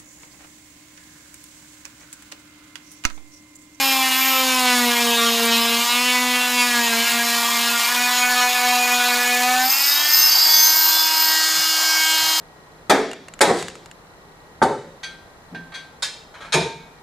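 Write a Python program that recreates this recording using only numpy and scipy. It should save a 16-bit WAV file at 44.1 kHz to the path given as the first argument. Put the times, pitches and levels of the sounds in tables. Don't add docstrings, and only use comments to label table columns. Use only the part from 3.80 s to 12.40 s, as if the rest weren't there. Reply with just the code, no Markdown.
import sys
import numpy as np
from scipy import signal
from scipy.fft import rfft, irfft, next_fast_len
from scipy.io import wavfile
from scipy.ndimage import uniform_filter1d

SR = 44100
rng = np.random.default_rng(int(sys.argv[2]) if len(sys.argv) > 2 else 0)


def unload_wav(signal):
    wavfile.write(
        sys.argv[1],
        SR,
        np.round(np.clip(np.atleast_2d(signal).T, -1, 1) * 32767).astype(np.int16),
    )


N = 379242
T = np.arange(N) / SR
PHASES = rng.random(size=32)
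HEEL_FROM_S, LIFT_S = 4.1, 5.9
USUAL_HZ, FREE_HZ = 245.1, 317.4
RIPPLE_HZ, RIPPLE_TURNS = 120, .002

# t/s, f/Hz
LOADED_SPEED = [(0.0, 271), (0.31, 259), (0.47, 264), (0.67, 259), (1.08, 240.6), (1.43, 232.6),
                (1.71, 231.7), (1.97, 233.8), (2.27, 249), (2.66, 247.6), (2.87, 244.3), (3.15, 229.4),
                (3.28, 235.5), (4.06, 235.5), (4.11, 243.4), (4.36, 247.5), (4.91, 247), (5.34, 244.7),
                (5.58, 246), (5.86, 256.5)]
# t/s, first/dB, second/dB, third/dB
SHELL_HUM = [(.15, -28.5, -35, -23), (.37, -32, -45, -30), (.62, -30, -28, -29), (.95, -29.5, -33.5, -30),
             (1.4, -31, -31.5, -34), (2.1, -30.5, -37, -37), (2.5, -31, -36.5, -32), (3.1, -33, -40, -35),
             (4.05, -38.5, -44, -39), (4.3, -37.5, -43, -27), (4.7, -38, -40, -25.5),
             (4.98, -36, -37.5, -23), (5.42, -36, -35.5, -30.5), (5.66, -34.5, -35.5, -20.5),
             (5.85, -34.5, -43, -20)]
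# t/s, length/s, change of the hum's fundamental/dB
HAND_PUSHES = [(.97, 0.076, 3.5), (1.163, 0.039, -5.5), (1.69, 0.07, 0.5), (3.14, 0.051, 1.5),
               (4.742, .05, -4), (5.64, 0.072, 1)]
# f/Hz, level/dB
WALL_COLOUR = [(900, -2), (1030, 4.5), (1250, -2), (1650, -2), (2400, -1.5), (3200, -2), (4100, -3),
               (4800, -8), (5250, -4), (5900, -11), (6900, -6.5), (8000, -15), (11000, -11)]
# f/Hz, level/dB
HEEL_COLOUR = [(990, -7.5), (1235, -8.5), (1480, -5), (1730, -4.5), (1980, -8.5), (2230, -6.5),
               (2475, -1.5), (2720, -12), (3700, -10.5), (4500, -12.5), (6400, -17.5), (6920, -9),
               (7500, -24.5), (12000, -21.5)]
# t/s, f/Hz
CONTACT_PEAK = [(0, 2550), (.7, 2750), (1.0, 1750), (1.35, 3300), (2.0, 3100), (2.35, 2400), (3.0, 1900),
                (4.1, 1650)]
# t/s, length/s, buzz boost/dB, resonance/Hz
TOOTH_BITES = [(.12, 0.26, 1, 2520), (0.55, 0.15, 1.5, 2720), (0.911, 0.053, 4, 1760),
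               (1.063, 0.1, 1.5, 980), (1.346, 0.057, 3, 3700), (1.461, 0.042, 3.5, 1470),
               (1.742, 0.04, 4, 2570), (1.844, 0.072, 0.5, 3600), (2.15, .04, 2, 2880),
               (2.27, .045, 2.5, 2800), (2.335, 0.045, 3.5, 1950), (2.55, .1, 2, 2580),
               (2.81, 0.024, 6, 2148), (2.96, 0.049, 3, 1683), (4.431, 0.11, 3, 1540),
               (4.621, 0.031, 4.5, 1787), (4.897, 0.047, 3.5, 2460), (5.177, 0.12, 2.5, 1230),
               (5.295, 0.036, 2, 2400), (5.526, .05, 3, 1750)]
# t/s, length/s
TOOTH_SLIPS = [(2.09, 0.041), (3.283, 0.027), (4.053, 0.044)]
# f/Hz, level/dB
RASP_COLOUR = [(60, -58), (200, -17), (550, -15), (850, -3), (1020, 6), (1400, -8.5), (1650, -3), (2600, 1),
               (4400, 0), (5200, 0), (5900, -6), (6900, -1), (8500, -6.5), (12000, -5), (13100, -3),
               (15000, -6)]
# t/s, length/s, level/dB
SLOT_SCRAPES = [(.47, .07, -27), (3.25, 0.13, -30.5), (5.72, 0.023, -34)]
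# f/Hz, width/Hz, level/dB
SLOT_MODES = [(2220, 470, -5), (2700, 270, -1)]
# stroke harmonic, level within its group/dB
MOTOR_LINES = [(1, -17), (2, -23), (4, -12), (6, -12), (7, -8), (8, -11), (9, -4), (10, -5), (11, -9),
               (12, -11), (13, -5), (14, -5), (15, -6), (16, -2), (17, -9), (18, -11), (19, -14), (20, -14),
               (21, -12), (22, -9), (23, -17), (24, -17), (25, -19)]
# t/s, level/dB
GEAR_FADER = [(6.15, -28), (6.6, -33), (7.2, -36), (7.5, -30), (7.85, -33), (8.25, -24.5), (8.6, -27)]
# t/s, third/dB, fifth/dB
LEAD_TONES = [(6.1, -42, -37), (6.5, -43, -37), (6.65, -36, -37), (7.0, -32, -28.5), (7.17, -32.5, -29.5),
              (7.35, -27, -34.5), (7.55, -33.5, -27), (7.75, -45, -32), (7.95, -44, -32), (8.05, -41, -26),
              (8.22, -34, -25), (8.42, -32.5, -30), (8.58, -35, -40)]
# f/Hz, width/Hz, level/dB
LOW_MODES = [(4600, 110, -5), (4930, 350, -8), (5110, 150, 0), (6270, 80, -5)]
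# f/Hz, width/Hz, level/dB
HIGH_MODES = [(13000, 150, 1), (13500, 2200, -14), (13720, 270, -2), (14060, 150, 0)]
# t/s, length/s, low modes/dB, high modes/dB
HUB_JINGLES = [(0.076, 0.088, -27, -29), (.47, 0.091, -34, -23), (1.65, 0.23, -34, -42),
               (5.903, 0.033, -29, -24), (6.088, 0.083, -25, -24.5), (6.392, 0.07, -22, -19),
               (6.561, 0.067, -24, -26), (6.804, 0.097, -23, -18), (7.049, 0.074, -31, -19),
               (7.217, 0.056, -26.5, -30), (7.446, 0.068, -29, -27)]
# t/s, length/s, level/dB, harmonic
SINGING_LINES = [(6.16, 0.055, -26, 13), (6.23, 0.049, -28, 11), (6.298, 0.11, -31, 6),
                 (6.352, 0.024, -18, 17), (6.451, 0.024, -17, 17), (6.54, 0.04, -19, 15),
                 (6.633, 0.029, -25, 16), (6.709, 0.094, -23, 15), (6.76, 0.068, -28, 11),
                 (6.8, .12, -36, 6), (6.832, 0.053, -16, 20), (6.9, 0.12, -31, 19), (6.954, .08, -37, 7),
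                 (7.206, 0.062, -27, 11), (7.449, 0.16, -29, 16), (7.587, 0.12, -33, 6),
                 (7.899, 0.097, -32, 9), (8.2, .12, -32, 7)]
# t/s, length/s, level/dB, f/Hz
BLADE_SQUEALS = [(.5, .12, -35, 6790), (5.91, .014, -27, 6320), (6.33, .022, -26, 6290),
                 (6.41, .025, -25, 6280), (6.41, .022, -31, 8570), (6.55, .04, -29, 6265),
                 (6.68, .12, -22, 4600), (7.22, .05, -27, 4945), (7.47, .07, -28, 13620)]
# f/Hz, level/dB
AIR_COLOUR = [(25, -38), (65, -21.5), (180, -24.5), (300, -14), (520, -13.5), (750, 0.5), (1100, 1),
              (1500, 0), (1900, -2), (2600, -4), (4000, 0.5), (5800, 0), (7000, 1.5), (8500, -2),
              (11000, -9), (15000, -5.5)]
# t/s, length/s, level/dB, thud/Hz
FOOTFALLS = [(6.42, 0.059, -55, 90.2), (6.87, 0.12, -55, 95), (7.0, 0.031, -53, 115),
             (7.78, 0.037, -50, 150), (8.452, 0.026, -51, 125)]


def cut(hz, turns, sag_hz, buzz_db=-22, rasp_db=-23.5, duck=.44):
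    bite_db = sum(db * bell(s, length) for s, length, db, _ in TOOTH_BITES) + .6 * walk(17)
    glide_db = -3.5 * bell(2.52, .27)
    rasp_gain = undb(rasp_db - duck * bite_db + slipping() + glide_db)
    forward = once_a_stroke(turns, .15)
    fibres = rng.standard_normal(N) * undb(2 * walk(450)) * forward
    rasp = shimmer(colour(fibres, RASP_COLOUR), depth_db=2, span_s=.035, span_hz=600)
    rasp *= rasp_gain * (1 - after(LIFT_S + .11, .19))
    scrape = swells(SLOT_SCRAPES) * ring(forward, SLOT_MODES)
    in_slot = 1 - after(LIFT_S - .03, .035)
    return rasp + scrape + buzz(hz, turns, sag_hz) * undb(buzz_db + bite_db) * in_slot


def buzz(hz, turns, sag_hz, hop=64):
    t = T[::hop]
    orders = np.arange(4, 44)[:, None]
    heel = after(HEEL_FROM_S, .054)[::hop]
    gains = shell_resonance(orders * hz[::hop], heel, hop)
    gains *= undb(3 * (1 - heel / 2) * grip(t, len(orders), .11).real)
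    skipping = .8 * grip(t, len(orders), .048) + .6 * grip(t, len(orders), .024)
    steady = np.exp(2j * np.pi * rng.random(orders.shape))
    chatter_share = np.clip(.32 + .033 * sag_hz[::hop] + .54 * heel, .2, .9)
    gains = gains * (np.sqrt(1 - chatter_share) * steady + np.sqrt(chatter_share) * skipping)
    power = np.sum(abs(gains) ** 2, axis=0)
    gains /= np.sqrt(uniform_filter1d(power, size=60))
    caught = turns + .0012 * walk(170) + .0077 * walk(30) + RIPPLE_TURNS * ripple()
    stroke = np.exp(2j * np.pi * caught)
    out, harmonic = 0, stroke ** orders[0, 0]
    for gain in gains:
        out += np.real(np.interp(T, t, gain) * harmonic)
        harmonic *= stroke
    return unit(out)


def shell_resonance(line_hz, heel, hop):
    def peak(centre_hz, octaves):
        return np.exp(-.5 * (np.log2(line_hz / centre_hz) / octaves) ** 2)

    body = (1 - heel) * gain_at(line_hz, WALL_COLOUR) + heel * gain_at(line_hz, HEEL_COLOUR)
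    contact_hz, = curves(CONTACT_PEAK)
    contact_db = 2.5 * (1.5 - heel) * peak(contact_hz[::hop], octaves=.33)
    biting = sum(bell(s, length)[::hop] * peak(hz, octaves=.22) for s, length, _, hz in TOOTH_BITES)
    return body * undb(contact_db + 3.5 * (1 - heel / 2) * biting)


def grip(t, lines, grip_s):
    skip_times = np.cumsum(rng.uniform(.5, 1.5, size=2048)) * grip_s
    draws = rng.standard_normal(size=(2049, lines, 2)) @ [1, 1j] / np.sqrt(2)
    return uniform_filter1d(draws[np.searchsorted(skip_times, t)].T, size=11, axis=1)


def slipping():
    return sum(bell(s, length) for s, length in TOOTH_SLIPS)


def shell_hum(turns, sag_hz, db_per_sag_hz=.2):
    surge_db = -14 * slipping() + sum(db * bell(s, length) for s, length, db in HAND_PUSHES)
    hum = 0
    for k, db in enumerate(curves(SHELL_HUM), 1):
        waver_db = 1.5 * walk(14) + .5 * walk(35)
        hum += undb(db + db_per_sag_hz * sag_hz + surge_db / k + waver_db) * partial(turns, k)
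    return hum * (1 - after(LIFT_S - .01, .024))


def stroke_rate(relief_s=5.855, spin_up_s=.37):
    loaded_hz, = curves(LOADED_SPEED)
    return FREE_HZ + (loaded_hz - FREE_HZ) * np.exp(-np.maximum(T - relief_s, 0) / spin_up_s)


def motor(hz, turns, loaded_db=-13, whine_power=13):
    shaft = turns + .00076 * walk(65) + RIPPLE_TURNS * ripple()
    swing = after(LIFT_S, .037) * (1 - after(7.1, .4))
    crank_db = -27 - 6 * swing
    gear_db, = curves(GEAR_FADER)
    top_db = -27.5 + 20 * whine_power * np.log10(hz / FREE_HZ)
    out = sum(undb(db + .6 * walk(25)) * partial(shaft, k) for k, db in zip((3, 5), curves(LEAD_TONES)))
    for k, db in MOTOR_LINES:
        group_db = crank_db if k <= 4 else gear_db if k <= 10 else top_db
        room_db = 2.5 * walk(3.7)
        waver_db = room_db + 2 * swing * walk(22) + 1.6 * walk(30)
        flutter = .042 * swing * walk(45) / max(k, 8)
        out += partial(shaft + flutter, k) * undb(group_db + db + waver_db * min(k / 6, 1))
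    free = after(LIFT_S, .031)
    return out * (free + (1 - free) * undb(loaded_db))


def ripple():
    return np.sin(2 * np.pi * RIPPLE_HZ * T)


def blade(turns, rattle_hz=93):
    rattle = rattle_hz * T + .11 * walk(24)
    throb = once_a_stroke(turns, .57) * once_a_stroke(rattle, .39)
    harmonics = sum(partial(turns, k) for k in range(13, 22))
    side_tones = undb(-8) * harmonics * (ripple() + .5 * partial(rattle, 1))
    low, high = ring(throb, LOW_MODES, side_tones), ring(throb, HIGH_MODES)
    low /= np.sqrt(uniform_filter1d(low ** 2, size=1500))
    out = undb(-32.5) * slipping() * low + undb(-41) * high
    out += after(5.8, .024) * (undb(-28) * low + undb(-33) * high)
    for s, length, low_db, high_db in HUB_JINGLES:
        out += bell(s, length) * (undb(low_db) * low + undb(high_db) * high)
    singing = sum(undb(db) * bell(s, length) * partial(turns, k) for s, length, db, k in SINGING_LINES)
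    return out + (singing + squeals()) * undb(2 * walk(90))


def squeals(waver_turns=.15):
    return sum(undb(db) * bell(s, length) * partial(hz * T + waver_turns * walk(60), 1)
               for s, length, db, hz in BLADE_SQUEALS)


def cooling_air():
    rush = shimmer(colour(rng.standard_normal(N), AIR_COLOUR), depth_db=1.4, span_s=.11, span_hz=700)
    mids = signal.sosfiltfilt(signal.butter(2, [1100, 3800], "bandpass", fs=SR, output="sos"), rush)
    away_db = -3.5 * bell(6.98, .28)
    rush += mids * (undb(away_db) - 1)
    return rush * undb(-28.5 + 6.3 * after(LIFT_S, .029))


def footsteps():
    out = 0
    for s, length, db, hz in FOOTFALLS:
        thud = [(30, -32), (.72 * hz, -12), (hz, 0), (1.4 * hz, -12), (400, -16), (1500, -45)]
        out += undb(db) * bell(s, length) * colour(rng.standard_normal(N), thud)
    return out


def mains_hum():
    return undb(-72) * partial(RIPPLE_HZ * T, 1)


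def undb(db):
    return 10 ** (np.asarray(db) / 20)


def unit(x):
    return x / np.sqrt(np.mean(x ** 2))


def curves(table):
    s, *columns = np.transpose(table)
    return [np.interp(T, s, column) for column in columns]


def after(s, fade):
    return .5 + .5 * np.tanh((T - s) / fade)


def bell(s, length):
    out = np.zeros(N)
    near = slice(*np.searchsorted(T, [s - 5 * length, s + 5 * length]))
    out[near] = np.exp(-.5 * ((T[near] - s) / length) ** 2)
    return out


def swells(table):
    return sum(undb(db) * bell(s, length) for s, length, db in table)


def walk(rate):
    points = rng.standard_normal(4096)
    return 1.2 * np.interp(T * rate, np.arange(len(points)), points)


def partial(turns, k):
    cycles = k * turns + PHASES[k]
    return np.sqrt(2) * np.sin(2 * np.pi * (cycles % 1))


def once_a_stroke(turns, depth):
    return np.exp(depth * np.cos(2 * np.pi * turns))


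def gain_at(hz, spectrum):
    f, db = np.transpose(spectrum)
    return undb(np.interp(np.log(hz + 1), np.log(np.sort(f)), db))


def colour(x, spectrum):
    size = next_fast_len(N)
    hz = np.arange(size // 2 + 1) * SR / size
    return unit(irfft(rfft(x, size) * gain_at(hz, spectrum), size)[:N])


def ring(throb, modes, tone=0):
    out = 0
    for hz, width, db in modes:
        b, a = signal.iirpeak(hz, hz / width, SR)
        drive = tone + throb * rng.standard_normal(N)
        out += undb(db) * signal.lfilter(b, a, signal.lfilter(b, a, drive))
    return unit(out)


def shimmer(x, depth_db, span_s, span_hz, size=512):
    bands = signal.stft(x, nperseg=size)[2]
    field = rng.standard_normal(bands.shape)
    for axis, cells in enumerate([span_hz * size / SR, span_s * SR * 2 / size]):
        field = uniform_filter1d(field, max(1, round(cells)), axis=axis)
    bands *= undb(depth_db * unit(field))
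    return unit(signal.istft(bands, nperseg=size)[1][:N])


def scene():
    hz = stroke_rate()
    turns = np.cumsum(hz) / SR
    sag_hz = USUAL_HZ - hz
    saw = shell_hum(turns, sag_hz) + cut(hz, turns, sag_hz) + motor(hz, turns) + blade(turns)
    mono = saw + cooling_air() + footsteps() + mains_hum()
    return np.array([mono, mono])


def record(dry, ceiling=1.6, top_hz=15300):
    rounded = ceiling * np.tanh(dry / ceiling)
    return signal.sosfilt(signal.ellip(12, .1, 90, top_hz, fs=SR, output="sos"), rounded)


dry = scene()
out = record(dry)
unload_wav(out)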